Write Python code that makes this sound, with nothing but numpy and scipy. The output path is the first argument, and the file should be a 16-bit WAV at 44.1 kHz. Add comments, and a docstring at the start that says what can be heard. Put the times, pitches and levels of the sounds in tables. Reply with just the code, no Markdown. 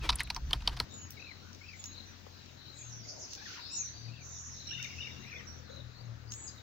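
"""First come quick strokes on a plastic keyboard, close and central: each impact rings cap, case and spring
over a thudding desk, until the typing is cut off at 0.85 s. A thorn wood remains, with a steady dry double
tick and the whistles, warbles and trills of small birds' syrinxes. Two soft knocks fall near 2 s; then birds
rasp over a brief low rustle while a far engine changes gear, and after 5 s a dove coos. Leaves, far traffic
and a thin, high hiss last throughout, and the wood is heard through two unequal microphone ports."""
import sys
import numpy as np
from scipy import signal
from scipy.fft import rfft, irfft, next_fast_len
from scipy.io import wavfile
from scipy.ndimage import uniform_filter1d, map_coordinates

SR = 44100
rng = np.random.default_rng(int(sys.argv[2]) if len(sys.argv) > 2 else 0)


def put_to_file(sound):
    """Save the sound as 16-bit audio at rate SR, in the file named by the first command-line argument."""
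    columns = np.atleast_2d(sound).T  # one column per channel
    safe = np.clip(columns, -1, 1)
    whole_steps = np.round(safe * 32767)
    wavfile.write(sys.argv[1], SR, whole_steps.astype(np.int16))


N = 291942
T = np.arange(N) / SR

# Note shape with a sharp onset and a fade: share of length, share of glide, level/dB
JAB = [(0, 0, -7), (.06, 0.046, 1), (.5, 0.53, -3), (.62, .62, -13), (1, 1, -20)]


def keyboard():
    """Impact excitation: each key contact rings the damped modes of cap, case and spring."""
    # Contacts: t/s, level/dB, ring f/Hz, ring level/dB, case level/dB, base decay time/s
    contacts = [(0.09, -14, 3250, 3.5, -3.5, 0.034), (.101, -16.5, 3800, 0.5, -17, 0.015),
                (.1184, -36.5, 4380, -2, -13, .026), (0.1253, -32, 2500, 2, -6, 0.035),
                (0.1846, -34, 4360, .5, -18, .03), (0.1934, -28, 3130, 2, -14, .018),
                (.2, -30, 4000, 0, -25, .015), (0.2035, -19, 1910, 17, -25, .04),
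                (.272, -38.5, 2450, 12, -11, .03), (0.3008, -20.5, 4770, -4.5, -12.5, 0.027),
                (0.3611, -27.5, 5300, -7, -6, 0.027), (.5072, -29, 3000, 0, -10, .018),
                (.5302, -13, 3220, 6, -15, .02), (0.604, -44, 2530, 10, -11, 0.058),
                (0.6196, -41.5, 3980, 2, -5, .025), (.6744, -13.5, 3180, -0.5, -13, .014),
                (.684, -34.5, 2500, 0, -8, .025), (.693, -37, 3100, 3, -10, 0.036),
                (.789, -40, 2500, 0, -8, .03), (.7644, -39, 4630, 2, -8, 0.04),
                (0.7699, -35, 3760, 0, -5, 0.025), (.799, -14.5, 4070, 2, -10.5, 0.018)]
    # Modes of key cap, hollow case and spring: f/Hz, bandwidth/Hz, level/dB
    cap_modes = [(2130, 1250, -11), (3540, 370, -6.5), (4430, 780, -1.5), (5560, 1290, -8.5),
                 (6980, 2100, -23)]
    case_modes = [(400, 150, -9), (707, 110, -0.5), (946, 130, 7), (1300, 700, -2.5)]
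    spring_modes = [(8430, 1100, 5), (9760, 190, 16.5), (11640, 1500, -0.5), (14700, 1600, -34)]
    # Springs let go: t/s, peak level/dB
    pings = [(.155, -24), (.2026, -34.5), (0.233, -35)]
    travel_s, plastic_band = .002, (3600, 6000, 0)  # touch to hard stop; the broad band the plastic passes
    hard_stop = np.eye(1, SR // 8, round(travel_s * SR))[0]
    out = np.zeros(N)
    for s, db, ring_hz, ring_db, case_db, decay_s in contacts:
        cap = cap_modes + [(ring_hz, 280, ring_db)]
        blow = unit_peak(filtered(hard_stop, resonator(cap)))
        hit = .77 * burst(.8 * decay_s, .0015, cap) + amp(-4) * blow
        hit = unit_peak(filtered(hit, resonator([plastic_band])))
        # Each key sits elsewhere on the case and weights its modes differently.
        case = [(hz, width, level + rng.normal(0, 2.5)) for hz, width, level in case_modes]
        hit += amp(case_db) * burst(1.92 * decay_s, .0016, case)
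        hit += amp(-21) * burst(.38 * decay_s, .0012, spring_modes)
        hit += amp(-24) * burst(.13, .0029, cap_modes + case_modes)  # room reverberation
        out[round(s * SR):][:len(hit)] += amp(db) * hit
    for s, db in pings:
        out[round(s * SR):][:SR // 8] += amp(db) * burst(.011, .0003, spring_modes)
    return out


def desk():
    """Forced vibration: the desk carries a low thud and a rustle of fingers, both broadband noise."""
    # Envelopes: t/s, thud level/dB, rustle level/dB
    levels = [(0, -37.5, -50.5), (.138, -38.5, -58), (.228, -46, -62), (.28, -42, -65), (.326, -45.5, -64),
              (.424, -42.5, -73), (.554, -36, -60), (.6, -43.5, -64), (.676, -38, -63), (.786, -42.5, -63),
              (.82, -36, -65)]
    # Spectra of thud and rustle: f/Hz, spectral density/dB
    thud = [(12, -19), (20, -7.5), (59, 4), (74, -6.5), (91, -19.5), (128, -6.5), (150, -14.5), (300, -29),
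            (390, -48.5), (660, -120)]
    rustle = [(180, -37.5), (300, 0), (519, -11.5), (1010, -4.5), (2030, -10), (2480, -10.5), (2880, -8),
              (4830, -12.5), (7500, -26), (16000, -36)]
    thud_db, rustle_db = curves(levels)
    out = np.zeros(N)
    for spectrum, level_db in ((thud, thud_db), (rustle, rustle_db + 6.55 * wobble(30))):
        noise = filtered(rng.standard_normal(N), lambda hz: amp(along(spectrum, hz)))
        out += amp(level_db) * unit_rms(noise)
    return out


def ticks():
    """Impulse response: a bird's steady double tick recurs every 1.49 s, and lone dry ticks fall between; each
    is a sharp blow and a brief rustle in the same modes."""
    # Lone ticks: t/s, level/dB, relative treble level/dB, left-right/dB
    strays = [(.9113, -44, -28, -4), (1.1055, -36, 2.5, 3), (1.1216, -45, -20, .5), (1.5299, -39, -27, 4),
              (1.5474, -40, -24, 9), (2.3526, -56, -28, 7.5), (2.4187, -52, -27, 12),
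              (2.4594, -44, -27, 3.5)]
    # Modes of a snap and of its treble: f/Hz, bandwidth/Hz, level/dB
    snap_modes = [(2970, 570, -5), (4150, 1400, -5.5), (5800, 430, 7.5), (6800, 1640, -10.5),
                  (1300, 1700, -18)]
    fizz_modes = [(8800, 2300, -8.5), (11500, 3000, -13.5), (15200, 1300, 3.5)]
    first_s, period_s, gap_s = .3472, 1.4934, .017
    pairs = [(first_s + k * period_s + delay_s, db, -20, pan_db)
             for k in range(5) for delay_s, db, pan_db in ((0, -27, -6.5), (gap_s, -32, 10))]
    crack = unit_peak(filtered(np.eye(1, SR // 8)[0], resonator(snap_modes)))
    out = np.zeros((2, N + SR))
    for s, db, treble_db, pan_db in pairs + list(strays):
        rustle = amp(-11) * burst(.012, .0005, snap_modes) + amp(-17) * burst(.08, .002, snap_modes)
        fizz = burst(.008, .00022, fizz_modes) + amp(-10) * burst(.16, .0019, fizz_modes)
        snap = crack + rustle + amp(treble_db) * fizz
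        out[:, round(s * SR):][:, :len(snap)] += amp(db) * np.outer(sides(pan_db), snap)
    return out[:, :N]


def knocks():
    """Heavy damping: two soft knocks die quickly in broad, low resonances."""
    # Knocks: t/s, level before the band-pass/dB
    blows = [(1.978, -46), (2.2646, -36.5)]
    out = np.zeros((2, N))
    for s, db in blows:
        contact = burst(.015, .00067, [(400, 520, -2), (1126, 570, -8)])
        knock = filtered(contact, resonator([(400, 700, 0)]))
        out[:, round(s * SR):][:, :len(knock)] += amp(db) * np.outer(sides(pan_db=11), knock)
    return out


def syrinx(notes, wander_hz, flutter_db, pulse_hz=50, drop_hz=0, depth=0, octave_db=-45, third_db=-60):
    """Self-sustained oscillation: a gliding harmonic tone that can swell and slide once a pulse."""
    out = np.zeros((2, N))
    for note in notes:
        a, b = span(note)
        pitch_hz, level_db, pan_db = curves(note, T[a:b])
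        beat = (pulse_hz * (T[a:b] - T[a]) + .06 * wobble(20, b - a)) % 1
        pitch_hz = pitch_hz + drop_hz * (.5 - beat) + wander_hz * wobble(300.4, b - a)
        swell = unit_rms(1 - depth * np.cos(np.pi * beat) ** 2)
        phase = 2 * np.pi * np.cumsum(pitch_hz) / SR
        third = amp(third_db) * (pitch_hz < 2500) * np.sin(3 * phase)
        tone = np.sqrt(2) * (np.sin(phase) + amp(octave_db) * np.sin(2 * phase) + third)
        flutter = np.array([wobble(120, b - a), wobble(120.7, b - a)])  # leaves scatter each path
        out[:, a:b] += tone * swell * edges(a, b) * sides(pan_db) * amp(level_db + flutter_db * flutter)
    return out


def whistles():
    """Nearly sinusoidal oscillation: thin falling whistles, level peeps, short chips and one high arch."""
    # Calls: t/s, length/s, start f/Hz, end f/Hz, level/dB, left-right/dB
    seeps = [(.89, 0.19, 7030, 6550, -50, -0.5), (1.73, 0.21, 7080, 6480, -52, -0.5),
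             (2.75, 0.18, 6840, 6210, -53.5, 4), (3.695, .17, 7380, 6110, -39.5, -1.5)]
    peeps = [(4.668, .11, 5570, 5640, -45, -13), (5.465, 0.15, 5620, 5720, -56, -11),
             (4.2, 0.54, 6200, 5500, -61, -10), (3.93, 0.32, 4650, 4600, -61, 11)]
    chips = [(.012, 0.074, 2660, 2140, -55, 8), (6.472, 0.0257, 5300, 4490, -51.5, 9),
             (2.33, .12, 4900, 4820, -68.5, 2), (3.03, .03, 4770, 4840, -56, 7),
             (6.283, .024, 5100, 4700, -57, 7), (6.272, .012, 4450, 4650, -62, 7),
             (6.304, 0.024, 7300, 7900, -62, 4), (6.33, .04, 7800, 8150, -69, 4),
             (6.377, 0.083, 7720, 7700, -58, 3), (6.345, .02, 7100, 7150, -57, 3),
             (6.385, .017, 6100, 6000, -63, 3), (6.418, .04, 6000, 6400, -64, 3),
             (4.978, .022, 2480, 2800, -51, 8), (5.085, .16, 2790, 2760, -64, 8),
             (4.87, .1, 2790, 2760, -61, 6), (5.108, .03, 3720, 3690, -57, 6),
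             (5.14, .06, 3690, 3660, -64, 6), (5.05, .014, 2350, 2150, -57, 7),
             (4.925, .022, 2300, 2020, -55, 9), (4.775, .015, 2150, 1950, -59, 9),
             (1.198, 0.038, 5990, 5900, -63, -16), (1.68, 0.021, 4860, 4800, -55.5, 4),
             (2.056, 0.066, 5930, 5970, -61, -2), (3.049, 0.012, 2170, 2080, -61, 13),
             (4.686, 0.014, 2800, 3300, -53, 4), (4.708, .016, 3000, 3400, -55, 4),
             (4.685, 0.043, 2346, 2487, -63, 6), (4.71, 0.023, 1500, 1775, -55, 15),
             (4.748, 0.018, 2900, 1946, -63, 9), (4.786, 0.017, 1430, 1520, -55, 16),
             (4.797, .015, 2180, 2250, -51, 12), (4.842, 0.021, 2600, 1980, -49.5, 10),
             (4.868, 0.022, 2450, 1980, -54, 6), (4.895, 0.025, 2550, 2150, -56.5, 11),
             (4.989, 0.023, 1500, 1710, -63, 11), (5.022, 0.016, 2450, 2100, -55, 5),
             (5.068, 0.016, 2457, 2080, -51, 7), (5.092, 0.016, 2350, 2030, -53, 6),
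             (5.328, 0.019, 1360, 1600, -61, 17), (5.315, 0.024, 2550, 2150, -51, 8),
             (5.348, 0.024, 2480, 2422, -49, 8), (5.372, .016, 2200, 1950, -55, 8),
             (5.393, 0.018, 2100, 1876, -52, 8), (5.356, .025, 3400, 3600, -58, 5),
             (5.381, 0.016, 3600, 2900, -58, 5), (5.201, 0.11, 6515, 5280, -65, -11),
             (5.308, 0.061, 6080, 5480, -61, -8), (5.369, 0.042, 5900, 5530, -60, -11),
             (5.5, 0.095, 5780, 6110, -65.5, -5), (5.951, 0.068, 4350, 4594, -64, 8.5),
             (6.447, 0.045, 7450, 6700, -58, 9)]
    # Note shapes: share of length, share of glide, level/dB
    fall = [(0, .9, -27), (.12, .25, -16), (.18, 0, -8.5), (.3, .12, -3), (.7, .7, -2.5),
            (0.999, 0.94, -15)]
    slide = [(0, 0, 0), (1, 1, 0)]
    # Arched whistle: t/s, f/Hz, level/dB, left-right/dB
    arc = [(6.303, 6150, -55, 2), (6.322, 6650, -50, 2), (6.35, 6850, -52, 2), (6.372, 7150, -55, 2),
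           (6.41, 6850, -52, 2), (6.445, 6950, -51, 2), (6.493, 6400, -55, 2)]
    return (syrinx(shaped(seeps, fall) + [arc], wander_hz=60, flutter_db=4)
            + syrinx(shaped(peeps, JAB), wander_hz=65, flutter_db=2.5)
            + syrinx(shaped(chips, slide), wander_hz=45, flutter_db=3.5))


def rasps_and_rustle():
    """Random modulation widens a tone into noise: birds' rasps, and a brief low rustle near 3.1 s."""
    # Noise bands (the one at 570 Hz is the rustle):
    # t/s, length/s, start f/Hz, end f/Hz, bandwidth/Hz, level/dB, left-right/dB
    bands = [(0.859, 0.13, 3950, 3860, 653, -60, 10), (2.753, .17, 7150, 6560, 1456, -57, 6),
             (2.9, 0.12, 6050, 5770, 953, -50.5, -0.5), (3.048, 0.12, 5800, 5520, 2200, -46.5, 1),
             (3.159, 0.13, 6200, 6010, 2000, -52.5, 1), (3.24, 0.23, 5500, 5060, 2910, -51.5, 1),
             (3.429, .16, 5150, 5030, 2796, -50, -3.5), (3.059, .2, 570, 590, 700, -60.5, 13),
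             (3.441, 0.18, 3046, 2210, 2200, -56, 6), (3.597, 0.12, 4300, 5100, 1400, -48.5, 10),
             (3.7, .13, 5000, 6300, 898, -44, 0), (3.771, 0.13, 6000, 5900, 703, -44, 0),
             (3.82, .24, 6280, 5910, 499, -55.5, -2), (3.591, 0.31, 3950, 4110, 803, -53, 6),
             (3.87, 0.39, 4200, 4320, 1252, -59, 6), (4.22, 0.083, 6200, 6220, 1507, -56.5, 0),
             (4.272, .19, 6250, 6240, 1690, -49, -1.5), (4.417, .2, 6300, 6030, 1500, -49.5, -1),
             (4.559, 0.28, 6050, 5800, 1310, -56, 2), (4.78, 0.21, 5800, 5726, 1496, -53.5, -3),
             (4.951, .2, 5500, 5510, 1201, -56, -6), (4.681, 0.44, 2504, 2406, 1298, -59, 3),
             (5.223, .24, 2353, 2277, 1102, -57.5, 9), (6.471, 0.067, 5100, 4900, 750, -62, 8),
             (6.33, .1, 7000, 7100, 1800, -58, 3), (6.44, .09, 7100, 6800, 1600, -58, 5)]
    # Shape of each: share of length, share of glide, level/dB
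    gust = [(-.2, 0, -25), (0, 0.0025, -7.5), (.35, .35, 1), (.75, .75, -1.5), (1, 1, -7), (1.3, 1, -20)]
    out = np.zeros((2, N))
    for s, length, hz, to_hz, width_hz, db, pan_db in bands:
        contour = shaped([(s, length, hz, to_hz, db, pan_db)], gust)[0]
        a, b = span(contour)
        centre_hz, level_db, _ = curves(contour, T[a:b])
        centre_hz = centre_hz + .07 * width_hz * wobble(30, b - a)
        phase = 2 * np.pi * np.cumsum(centre_hz) / SR
        knots = (T[a:b] - T[a]) * width_hz  # size and sign change as fast as the band is wide
        chance = np.array([map_coordinates(row, [knots]) for row in rng.standard_normal((4, 2000))])
        noise = chance[:2] * np.sin(phase) + chance[2:] * np.cos(phase)
        envelope = edges(a, b) * amp(level_db + 2.2 * wobble(25.5, b - a))
        out[:, a:b] += noise * envelope * sides(pan_db)[:, None]
    return out


def churrs():
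    """Amplitude and frequency modulation: each pulse slides upward, and a thin upper voice joins."""
    # Churrs: t/s, length/s, level/dB, left-right/dB
    calls = [(4.702, 0.28, -46, 6), (4.998, 0.14, -45.5, 8)]
    start_hz, end_hz, upper_hz = 2830, 2750, 3666
    lower = shaped([(s, length, start_hz, end_hz, db, pan) for s, length, db, pan in calls], JAB)
    upper = shaped([(s + .012, length, upper_hz, upper_hz, db - 9.5, pan)
                    for s, length, db, pan in calls], JAB)
    return (syrinx(upper, wander_hz=40, flutter_db=5.5)
            + syrinx(lower, wander_hz=80, flutter_db=3, pulse_hz=46, drop_hz=-280, depth=.8))


def slurs():
    """Harmonic timbre: strong second and third partials make these gliding notes nasal."""
    # One contour a note: t/s, f/Hz, level/dB, left-right/dB
    notes = [
        [(3.355, 767, -71, 8), (3.4, 816, -62, 9), (3.445, 864, -62.5, 7)],
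        [(3.453, 2050, -53, 13), (3.462, 1720, -48.5, 9), (3.485, 1400, -58, 8), (3.52, 1340, -63, 8),
         (3.536, 1600, -54, 8), (3.549, 3570, -54, 3)],
        [(3.482, 1680, -56, 8), (3.512, 1400, -59, 8)],
        [(3.55, 1500, -59, 10), (3.565, 1330, -59, 10), (3.585, 830, -58, 10)],
        [(3.578, 1500, -61, 8), (3.592, 1020, -57, 9), (3.608, 830, -59, 11)],
    ]
    return (syrinx(notes[:1], wander_hz=25, flutter_db=2.5, octave_db=4, third_db=-3)
            + syrinx(notes[1:], wander_hz=60, flutter_db=2, octave_db=-7, third_db=-12))


def dove():
    """Low, nearly pure oscillation: five coos, each swelling and fading on one pitch."""
    # Coos: t/s, length/s, f/Hz, level/dB
    coos = [(5.331, 0.096, 481, -59), (5.559, 0.062, 508, -57), (5.694, .05, 544.4, -49.5),
            (5.76, 0.062, 532, -55), (5.97, 0.072, 500, -59.5)]
    # Note shape: share of length, share of glide, level/dB
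    swell = [(0, 0, -12), (.12, .1, -5.5), (.55, .55, -3.5), (1, 1, -12)]
    pan_db = 8.5
    notes = shaped([(s, length, hz, hz, db, pan_db) for s, length, hz, db in coos], swell)
    return syrinx(notes, wander_hz=26, flutter_db=4)


def warbles():
    """Modulation of a gliding carrier: falling pulses, fast or slow, ride on an arch of pitch."""
    # Fast and slow warbles: t/s, length/s, top f/Hz, level/dB, left-right/dB
    fast = [(1.165, .165, 2600, -55, 12), (1.608, 0.158, 2580, -56.5, 12), (5.24, 0.15, 2540, -54.5, 12)]
    slow = [(3.688, .15, 2740, -61, 11), (4.078, .155, 2730, -61, 9)]
    # Note shape: share of length, share of glide, level/dB
    arch = [(0, .8, -4), (.08, .62, 0), (.27, 0, -1), (.62, .1, -1), (.82, .62, 0.5), (.95, .95, -1),
            (1, 0.98, -12)]
    out = np.zeros((2, N))
    for calls, end_ratio, pulse_hz, drop_hz, depth in ((fast, .78, 43, 260, .8), (slow, .85, 24, 330, .55)):
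        notes = shaped([(s, length, hz, end_ratio * hz, db, pan) for s, length, hz, db, pan in calls], arch)
        out += syrinx(notes, wander_hz=70, flutter_db=2.5, pulse_hz=pulse_hz, drop_hz=drop_hz, depth=depth)
    return out


def trills():
    """Modulation of a steady carrier: rapid falling pulses spread one high pitch into sidebands."""
    # Trills: t/s, length/s, level/dB, left-right/dB
    calls = [(0.21, 0.09, -58, 0), (1.128, 0.32, -58.5, 7), (1.87, 0.22, -56, 6), (2.31, 0.23, -63, 9.5),
             (2.569, 0.26, -57, 8), (4.541, 0.25, -55, 6), (5.16, 0.18, -62.5, 12),
             (5.651, 0.23, -57.5, 6.5), (5.87, 0.25, -65, 10), (6.45, 0.26, -65.5, 3)]
    # Note shape: share of length, share of glide, level/dB
    linger = [(0, 0, -8), (.15, 0, -3), (.5, 0, 1), (.8, 0, -5.5), (1, 0, -15.5), (1.5, 0, -19)]
    carrier_hz = 4010
    notes = shaped([(s, length, carrier_hz, carrier_hz, db, pan) for s, length, db, pan in calls], linger)
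    return syrinx(notes, wander_hz=150, flutter_db=4, pulse_hz=56, drop_hz=420, depth=.55)


def chorus(count=110):
    """Incoherent superposition: many far birds give faint slides of chance pitch, length and place."""
    notes = []
    for when, pitch, length, slide, loud, place in rng.random((count, 6)):
        s, hz, db = when * (T[-1] - .2), 1200 * 5.5 ** pitch, -74 + 7 * loud
        end_s, end_hz = s + .02 + .07 * length ** 2, hz * (.85 + .25 * slide)
        notes.append([(s, hz, db, 8 * place), (end_s, end_hz, db, 8 * place)])
    return syrinx(notes, wander_hz=120, flutter_db=4)


def echoes(direct, near_t60_s=.12, far_t60_s=.5):
    """Scattering: near branches return the sound briefly, far trunks for longer, differently to each port."""
    t = np.arange(SR // 2) / SR
    near, far = unit_rms(amp(-60 * t / near_t60_s)), unit_rms(amp(-60 * t / far_t60_s))
    tail = rng.standard_normal((2, len(t))) * np.hypot(amp(-7) * near, amp(-11) * far) / np.sqrt(len(t))
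    return signal.fftconvolve(direct, tail, axes=1)[:, :N]


def engine():
    """Harmonics of the firing rate: a far engine revs, changes gear and revs again, unsteady in the air."""
    # Engine run: t/s, firing f/Hz, second-order level/dB, third-order level/dB
    run = [(.9, 42.87, -60, -62.5), (1.6, 45.07, -57.5, -73), (2.03, 45.26, -55.5, -76),
           (2.55, 43.67, -61, -66.5), (2.95, 38.55, -61, -51), (3.06, 37.04, -75, -55.5),
           (3.2, 29.58, -66, -68), (3.71, 30.94, -69, -63.5), (3.95, 37.06, -58.5, -57),
           (4.09, 38.9, -63.5, -43.5), (4.24, 41.6, -58, -56.5), (4.55, 42.03, -55.5, -60),
           (4.8, 41.67, -59, -53.5), (5.2, 42.83, -55, -60), (5.52, 41.1, -56.5, -55.5),
           (5.82, 40.1, -54.5, -55.5), (6.0, 39.83, -60, -52.5), (6.28, 37.88, -57.5, -50),
           (6.55, 37.25, -58, -61.5)]
    # Growing unevenness of the hum: t/s, depth/dB
    flutter = [(4.2, 1.3), (4.8, 4.5)]
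    firing_hz, second_db, third_db = curves(run)
    flutter_db = curves(flutter)[0]
    phase = 2 * np.pi * np.cumsum(firing_hz + .4 * wobble(22.96)) / SR
    orders_db = [second_db - 15, second_db, third_db, third_db - 14, second_db - 15]
    hum = sum(amp(db + flutter_db * wobble(16)) * np.sin(k * phase) for k, db in enumerate(orders_db, 1))
    return np.outer(sides(pan_db=10.8), np.sqrt(2) * hum)


def wood():
    """Broadband noise: a low hush of far traffic and air, leaf rustle, and a separate thin, high hiss."""
    # Spectrum of the hush: f/Hz, spectral density/dB
    hush_spectrum = [(15, -42), (25, -33), (38, -21), (69, -8), (98, -3.5), (115, -9), (161, -8.5),
                     (264, -10), (425, -16), (1080, -21), (1530, -18.5), (2040, -21), (3500, -39.5),
                     (4550, -77), (7700, -120)]
    # Leaf rustle up to 8 kHz, and the hiss near 15 kHz: f/Hz, spectral density/dB
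    treble_spectrum = [(1470, -25), (2500, -1.5), (3280, -2), (4020, 1.5), (4580, 0.5), (6110, -1),
                       (7400, -10), (8000, -23), (9810, -33), (13500, -26), (14000, -22.5), (14900, -7),
                       (16000, -17.5)]
    # Envelope of rustle and hiss: t/s, level/dB
    treble_levels = [(.86, -60), (1.9, -58.5), (2.2, -59.5), (3.25, -61), (3.51, -54), (3.76, -60.5),
                     (4.45, -62.5), (4.85, -55), (5.4, -59.5), (6.06, -63.5), (6.5, -62)]
    hush, treble = diffuse_noise(hush_spectrum), diffuse_noise(treble_spectrum)
    hush_db = -56.5 + .1845 * T + .73 * wobble(2.96)
    return amp(hush_db) * hush + amp(curves(treble_levels)[0]) * treble


def diffuse_noise(spectrum, patchy_db=1.8):
    """Partial coherence: noise with patches of random gain, as alike and balanced as the ports make it."""
    # Imbalance of the ports: f/Hz, left-right/dB
    balance = [(60, 3.5), (110, 5), (200, 11), (380, 9), (700, 10), (1290, 12.5), (2380, 9), (4400, 2.5),
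               (8120, 2), (15000, -2.5)]
    # Likeness of the ports: f/Hz, correlation
    coherence = [(60, 0.72), (120, 0.96), (250, 0.74), (500, 0.17), (1000, 0.19), (3000, 0.067),
                 (15000, .1)]

    def mid_and_side(hz):
        angle = np.arccos(np.clip(along(coherence, hz), 0, 1)) / 2
        return amp(along(spectrum, hz)) * [np.cos(angle), np.sin(angle)]

    cells = signal.stft(rng.standard_normal((2, N)), nperseg=512)[2]
    patches = uniform_filter1d(uniform_filter1d(rng.standard_normal(cells.shape[1:]), 6, 0), 14, 1)
    noise = signal.istft(cells * amp(patchy_db * unit_rms(patches)), nperseg=512)[1][:, :N]
    mid, side = filtered(noise, mid_and_side)
    return unit_rms(filtered(np.array([mid + side, mid - side]), lambda hz: sides(along(balance, hz))))


def burst(t60_s, rise_s, modes):
    """Exponential decay: a puff of grainy contact noise rings the modes; peak 1."""
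    t = np.arange(SR // 8) / SR
    grains = rng.standard_normal(len(t)) * amp(3.1 * wobble(1168, len(t)))
    envelope = amp(-60 * t / t60_s) * (1 - np.exp(-t / rise_s)) ** 2
    return unit_peak(filtered(grains * envelope, resonator(modes)))


def resonator(modes):
    """Modal superposition: causal response of (f/Hz, bandwidth/Hz, level/dB) modes of alternating sign."""
    return lambda f: sum((-1) ** k * amp(db) * 1j * f * width / (hz * hz - f * f + 1j * f * width)
                         for k, (hz, width, db) in enumerate(modes))


def filtered(x, response):
    """Linear filtering: the spectrum of x times a complex frequency response."""
    n = x.shape[-1]
    padded = next_fast_len(n + 8192)
    return irfft(rfft(x, padded) * response(np.fft.rfftfreq(padded, 1 / SR)), padded)[..., :n]


def shaped(rows, shape):
    """Rows drawn out to one shape, as contours of t/s, f/Hz, level/dB, left-right/dB."""
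    return [[(s + at * length, hz + glide * (to_hz - hz), db + step_db, pan) for at, glide, step_db in shape]
            for s, length, hz, to_hz, db, pan in rows]


def span(contour):
    """Start and end samples of a contour."""
    return round(contour[0][0] * SR), min(round(contour[-1][0] * SR), N)


def edges(a, b):
    """Onset and release ramps of 2 ms."""
    return np.clip(np.minimum(T[a:b] - T[a], T[b - 1] - T[a:b]) / .002, 0, 1)


def sides(pan_db):
    """Left and right gains of a level difference."""
    return 2 * np.array([amp(pan_db), amp(0 * pan_db)]) / (1 + amp(pan_db))


def wobble(rate, n=N):
    """A smooth random curve, rate knots a second."""
    return map_coordinates(rng.standard_normal(int(n * rate / SR) + 4), [np.arange(n) * rate / SR])


def curves(rows, t=T):
    """Interpolation in time of each column after the first."""
    times, *columns = np.transpose(rows)
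    return [np.interp(t, times, column) for column in columns]


def along(points, hz):
    """Interpolation of (f/Hz, value) points on a logarithmic frequency axis."""
    f, values = np.transpose(points)
    return np.interp(np.log(hz + 1), np.log(f + 1), values)


def amp(db):
    """Amplitude ratio of a level in dB."""
    return 10 ** (np.asarray(db) / 20)


def unit_rms(x):
    """Scaled to rms 1."""
    return x / np.sqrt(np.mean(np.abs(x) ** 2) + 1e-20)


def unit_peak(x):
    """Scaled to peak 1."""
    return x / np.abs(x).max()


def scene():
    """Arrival-time difference: the wood reaches the left port late; the typing is the same on both sides."""
    left_lag_s, cut_s = 34 / SR, .848
    direct = whistles() + churrs() + slurs() + dove() + warbles() + trills() + rasps_and_rustle() + chorus()
    left, right = direct + echoes(direct) + ticks() + knocks() + engine() + wood()
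    left = filtered(left, lambda hz: np.exp(-2j * np.pi * hz * left_lag_s))
    typing = (keyboard() + desk()) * np.clip((cut_s - T) / .003, 0, 1)
    return np.array([left, right]) + typing


def record(dry):
    """Band limiting: an ideal low-pass filter at 15.9 kHz."""
    return filtered(dry, lambda hz: hz < 15900)


dry = scene()
out = record(dry)
put_to_file(out)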